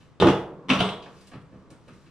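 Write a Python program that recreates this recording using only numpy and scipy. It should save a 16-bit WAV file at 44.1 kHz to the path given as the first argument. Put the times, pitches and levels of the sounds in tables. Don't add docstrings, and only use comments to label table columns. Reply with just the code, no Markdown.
import sys
import numpy as np
from scipy import signal
from scipy.fft import rfft, irfft
from scipy.io import wavfile
from scipy.ndimage import uniform_filter1d

SR = 44100
rng = np.random.default_rng(int(sys.argv[2]) if len(sys.argv) > 2 else 0)


def log_audio(samples):
    frames = np.atleast_2d(samples).T
    limited = np.clip(frames, -1, 1)
    pcm = np.round(limited * 32767).astype(np.int16)
    wavfile.write(sys.argv[1], SR, pcm)


N = 92610
T = np.arange(N) / SR
RESPONSE_SAMPLES = 2 ** 15
SIDES = np.array([[1], [-1]])

# start in seconds, then relative levels of thump, knock and clack in dB.
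HEAVY_IMPACTS = [(.2005, -10, -15.5, -3.5), (.2131, -5, -16, -5), (.2235, 2, 2, -3.5),
                 (.2443, -10, -2, -13.5), (.2595, -7, -7.5, -10), (.2708, -5, -5, -1.5),
                 (.2855, -3.5, -4.5, -2)]
LIGHT_IMPACTS = [(.6855, -10, -19.5, -16.5), (.6925, -1, -5.5, -3.5), (.7012, 2.5, -1.5, 0.5),
                 (.7125, 2.5, 1, -4.5), (.7335, -3, -3.5, -4), (.7495, -10, -15, -7.5)]
HANDLE_IMPACTS = [(.792, -29, -12, -5.5), (.804, -4.5, 0.5, -0.5), (.8155, -8.5, -3, -7),
                  (.852, -9.5, -8, -12.5), (.89, -19.5, -17, -10)]


def from_db(db):
    return 10 ** (np.asarray(db) / 20)


def rms_one(x):
    return x / np.sqrt(np.mean(x ** 2) + 1e-20)


def at_hz(points, hz):
    frequencies, values = np.transpose(points)
    return np.interp(np.log(hz), np.log(frequencies), values)


def level(curve):
    return from_db(np.interp(T, *np.transpose(curve)))


def coloured(x, spectrum, size=4096):
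    hz = np.maximum(np.arange(size // 2 + 1) * SR / size, 1)
    cepstrum = irfft(np.log(from_db(at_hz(spectrum, hz))))
    cepstrum[1:size // 2] *= 2
    cepstrum[size // 2 + 1:] = 0
    return signal.fftconvolve(x, irfft(np.exp(rfft(cepstrum))))[:len(x)]


def hiss(spectrum):
    return rms_one(coloured(rng.standard_normal(N), spectrum))


def add(track, start_s, sound):
    i = int(max(start_s, 0) * SR)
    track[i:i + len(sound)] += sound[:max(N - i, 0)]


def mode(x, hz, t60):
    radius = from_db(-60 / (t60 * SR))
    angle = 2 * np.pi * hz / SR
    return signal.lfilter([0, np.sin(angle)], [1, -2 * radius * np.cos(angle), radius ** 2], x + 1e-18)


def ringing(strikes, modes):
    impulses = np.zeros(N)
    for start, db, *_ in strikes:
        add(impulses, start, from_db([db]))
    return sum(from_db(db) * mode(impulses, hz, t60) for hz, db, t60 in modes)


def contact(size=4096, per_s=900, decay_s=.0085, chatter_db=-4.5):
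    rebounds = (rng.random(size) < per_s / SR) * rng.standard_normal(size)
    force = rebounds * np.exp(-T[:size] / decay_s) * from_db(chatter_db)
    force[0] = 1
    return force / np.sqrt(np.sum(force ** 2))


def scuff(size=4096, per_s=2300, decay_s=.019):
    slips = (rng.random(size) < per_s / SR) * rng.choice([-1, 1], size)
    force = slips * np.exp(-T[:size] / decay_s)
    return force / np.sqrt(np.sum(force ** 2) + 1e-18)


def blows(impacts, spectrum, touch=contact):
    bands_hz = [200, 830, 3070]
    force = np.zeros(N)
    for start, *levels_db in impacts:
        add(force, start, coloured(touch(), list(zip(bands_hz, levels_db))))
    return coloured(force, spectrum)


def taps(contacts, spectrum):
    force = np.zeros(N)
    for start, db in contacts:
        add(force, start, from_db(db) * contact())
    return coloured(force, spectrum)


def hallway_tone(level_db=-58):
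    # frequency in Hz, gain in dB.
    spectrum = [(20, -9), (60, -1), (140, 4), (400, -12), (1000, -14), (3000, -25.5), (9000, -40.5),
                (15000, -76.5)]
    side_filter = [(30, 0), (125, -2.5), (1000, -8.5), (6000, -3.5)]
    return from_db(level_db) * (hiss(spectrum) + coloured(hiss(spectrum), side_filter) * SIDES)


def standing_waves():
    # frequency in Hz, gain at resonance in dB, 60 dB decay time in seconds.
    room_modes = [(82.4, 1, 0.33), (108.5, 6, 0.39), (140.7, 6, 0.45), (161.2, 5.5, 0.46),
                  (193.6, 10.5, 0.27), (257.6, 2.5, 0.25), (290.1, 5.5, 0.5), (303.7, 0.5, 0.12),
                  (344.2, 1.5, 0.12), (384.2, -7, 0.12), (413.3, 5, 0.36), (430, 1.5, 0.4),
                  (479.5, 4.5, 0.69)]
    impulse = signal.unit_impulse(RESPONSE_SAMPLES)
    response = 0
    for k, (hz, db, t60) in enumerate(room_modes):
        resonant_gain = t60 * SR / (2 * np.log(1000))
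        response += (-1) ** k * from_db(db) / resonant_gain * mode(impulse, hz, t60)
    return response


def power_decay(energy_db, t60):
    power = from_db(-120 * T[:RESPONSE_SAMPLES] / t60)
    return from_db(energy_db) ** 2 * power / power.sum()


def hallway(bands=20):
    # frequency in Hz, reverberation time in seconds.
    reverb_times = [(60, 0.74), (160, 0.2), (420, 0.68), (1100, 0.5257), (2900, 0.3672), (7700, 0.35),
                    (14000, 0.5)]
    # frequency in Hz, gain in dB.
    scattering = [(70, -6.5), (150, -2.5), (350, -2), (600, 0)]
    side_gains = [(30, -9), (125, -51), (250, -29), (500, -15), (1000, -12.5), (2000, -7), (4000, -5.5),
                  (8000, -0.5), (14000, -4)]
    bin_hz = np.maximum(np.arange(RESPONSE_SAMPLES // 2 + 1) * SR / RESPONSE_SAMPLES, 1)
    centres = np.geomspace(30, 16000, bands)
    white = rfft(rng.standard_normal((2, RESPONSE_SAMPLES)))
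    response = np.zeros((2, RESPONSE_SAMPLES))
    early = power_decay(-3.5, t60=.049)
    for hz, selector in zip(centres, np.eye(bands)):
        band = np.interp(np.log(bin_hz), np.log(centres), selector)
        noise = irfft(white * band)
        local_power = uniform_filter1d(noise ** 2, int(SR * (.006 + 6 / hz)), axis=1)
        mid, side = noise * np.sqrt(np.mean(band ** 2) / (np.abs(local_power) + 1e-18))
        late = power_decay(-1, t60=at_hz(reverb_times, hz))
        amplitude = from_db(at_hz(scattering, hz)) * np.sqrt(early + late)
        response += amplitude * (mid + from_db(at_hz(side_gains, hz)) * side * SIDES)
    response[:, 0] += from_db(-9)
    return response


def cloth_swish():
    levels = [(0, -66), (.15, -92), (.65, -95), (1.08, -70), (1.2, -63.5), (1.29, -69.5), (1.38, -86),
              (1.55, -79.5), (1.6, -77.5), (1.68, -89), (1.86, -73), (1.95, -69.5), (2.1, -73)]
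    spectrum = [(200, -45.5), (1500, -1), (3200, -0.5), (5500, -2.5), (9500, -12.5), (13000, -23.5),
                (16000, -19)]
    return level(levels) * hiss(spectrum)


def wheels(bumps_per_s=500, spread_db=2.5):
    levels = [(0, -60), (.18, -66.5), (.4, -53), (.62, -50.5), (1.0, -51), (1.22, -61), (1.48, -65),
              (1.6, -55.5), (1.8, -64.5), (1.95, -61), (2.1, -67)]
    spectrum = [(25, -19.5), (70, -20.5), (140, 1.5), (230, -0.5), (450, -0.5), (750, -18.5), (1150, -5.5),
                (1900, -33), (3200, -51), (6000, -59.5), (15000, -75.5)]
    bumps = (rng.random(N) < bumps_per_s / SR) * rng.choice([-1, 1], N)
    strengths = from_db(spread_db * rng.standard_normal(N))
    return level(levels) * rms_one(coloured(bumps * strengths, spectrum))


def footsteps():
    footfalls = [(1.035, -6), (1.35, 6), (1.44, -4.5), (1.54, -1.5), (1.70, -5)]
    spectrum = [(25, -39), (70, -32), (135, -18), (250, -34.5), (500, -35), (900, -47), (3000, -67),
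                (15000, -100)]
    return taps(footfalls, spectrum)


def zip_pulls():
    clicks = [(1.21, -4), (1.272, 2), (1.415, -15.5), (1.704, 0.5), (1.881, -8), (1.935, -11)]
    spectrum = [(300, -89), (2000, -49.5), (4500, -50), (7000, -55.5), (9000, -51.5), (11000, -67),
                (15000, -75)]
    return taps(clicks, spectrum)


def light_knocks():
    # start in seconds, then relative levels of thump, knock and clack in dB.
    touches = [(.008, -23, -18.5, -12), (1.022, -14, -38, 2.5), (1.058, -7.5, 3.5, -5.5),
               (1.315, -4, 0, -6), (1.333, 2.5, 0, -5), (1.522, -2, -6, -22.5), (1.548, -1.5, -13, -24.5),
               (1.706, -4, -6.5, -26), (1.725, -12, -8, -18), (1.879, -4, -2.5, -8),
               (1.897, -2, -15.5, -22), (2.06, -10.5, -20, -10.5)]
    spectrum = [(30, -33.5), (130, -26.5), (300, -22.5), (750, -34.5), (1250, -29), (2000, -35),
                (3200, -38.5), (5000, -49), (9000, -67), (15000, -102)]
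    return blows(touches, spectrum, scuff)


def fittings():
    # start in seconds, frequency in Hz, relative level in dB, 60 dB decay time in seconds.
    snaps = [(.2005, 3610, -16.5, 0.016), (0.2018, 1380, -22.5, 0.043), (0.379, 950, -28.5, 0.046),
             (.7008, 2690, -2.5, 0.0052), (.722, 1119, -21.5, .05), (.73, 13700, -63, .3),
             (.8035, 2923, -18, 0.033), (.805, 3226, -21.5, .025), (.806, 662, -24.5, 0.06),
             (.845, 7980, -45, 0.05), (.887, 3200, -30, 0.021), (.925, 3330, -29, 0.019)]
    sound = 0
    for start, hz, db, t60 in snaps:
        treble_cut = signal.butter(2, min(1.6 * hz, .45 * SR), fs=SR, output="sos")
        sound += signal.sosfilt(treble_cut, ringing([(start, db)], [(hz, 0, t60)]))
    return sound


def shell_ring(heavy_db=3, light_db=-15):
    # frequency in Hz, relative level in dB, 60 dB decay time in seconds.
    shell_modes = [(500, -38, 0.14), (590, -36.5, 0.9), (674, -51, 0.17), (797, -41.5, 0.24),
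                   (943, -42, 0.25), (974, -39, 0.29), (1157, -51, 0.35), (1182, -38, 0.38)]
    heavy = from_db(heavy_db) * ringing(HEAVY_IMPACTS, shell_modes)
    light = from_db(light_db) * ringing(LIGHT_IMPACTS + HANDLE_IMPACTS, shell_modes)
    return heavy + light


def handle_clack(gain_db=27):
    spectrum = [(25, -17), (80, -14.5), (190, -1.5), (300, -11.5), (430, -4.5), (530, -13.5), (665, -4.5),
                (780, -13), (1000, -7.5), (1800, -17.5), (2500, -18.5), (2950, -15), (3500, -13),
                (4200, -25), (5500, -32.5), (7200, -39.5), (8700, -39.5), (15000, -65)]
    return from_db(gain_db) * blows(HANDLE_IMPACTS, spectrum)


def sill_bangs(heavy_db=28.5, light_db=26):
    # frequency in Hz, gain in dB.
    heavy_spectrum = [(20, -36), (36, -6), (70, -8.5), (110, 0), (190, 0), (228, -0.5), (330, 7.5),
                      (450, 0.5), (730, -6), (860, -4), (1300, -10), (1900, -14.5), (2400, -20),
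                      (2850, -14.5), (3600, -18.5), (4400, -31.5), (5600, -30), (7200, -41.5),
                      (8900, -42.5), (15000, -65)]
    light_spectrum = [(20, -35), (36, -10), (80, -14.5), (140, -6.5), (190, -2), (225, -7.5), (265, 2),
                      (370, -13.5), (560, -4.5), (740, -14), (1080, -6.5), (1850, -16), (2850, -15),
                      (3600, -14), (4400, -27), (5800, -29), (7400, -40.5), (8900, -40), (15000, -72)]
    heavy = [from_db(heavy_db) * blows(HEAVY_IMPACTS[side::2], heavy_spectrum) for side in range(2)]
    light = [from_db(light_db) * blows(LIGHT_IMPACTS[side::2], light_spectrum) for side in range(2)]
    return heavy + light


def scene():
    spots = sill_bangs() + [handle_clack()]
    small_sounds = from_db(25) * (light_knocks() + zip_pulls() + footsteps())
    spots.append(fittings() + small_sounds + wheels() + cloth_swish())
    boom = standing_waves()
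    in_room = sum(signal.fftconvolve(spot[None], hallway() + boom, axes=1)[:, :N] for spot in spots)
    return in_room + shell_ring() + hallway_tone()


def record(dry, cutoff_hz=16000):
    balance = [(250, -.5), (1000, -0.5), (2200, 1), (4000, 1), (8000, -3), (14000, -6.5)]
    left = coloured(dry[0], [(hz, db / 2) for hz, db in balance])
    left = signal.lfilter([.4, 1], [1, .4], left)
    right = coloured(dry[1], [(hz, -db / 2) for hz, db in balance])
    treble_cut = signal.cheby2(12, 70, cutoff_hz, fs=SR, output="sos")
    return signal.sosfilt(treble_cut, np.array([left, right]))


dry = scene()
out = record(dry)
log_audio(out)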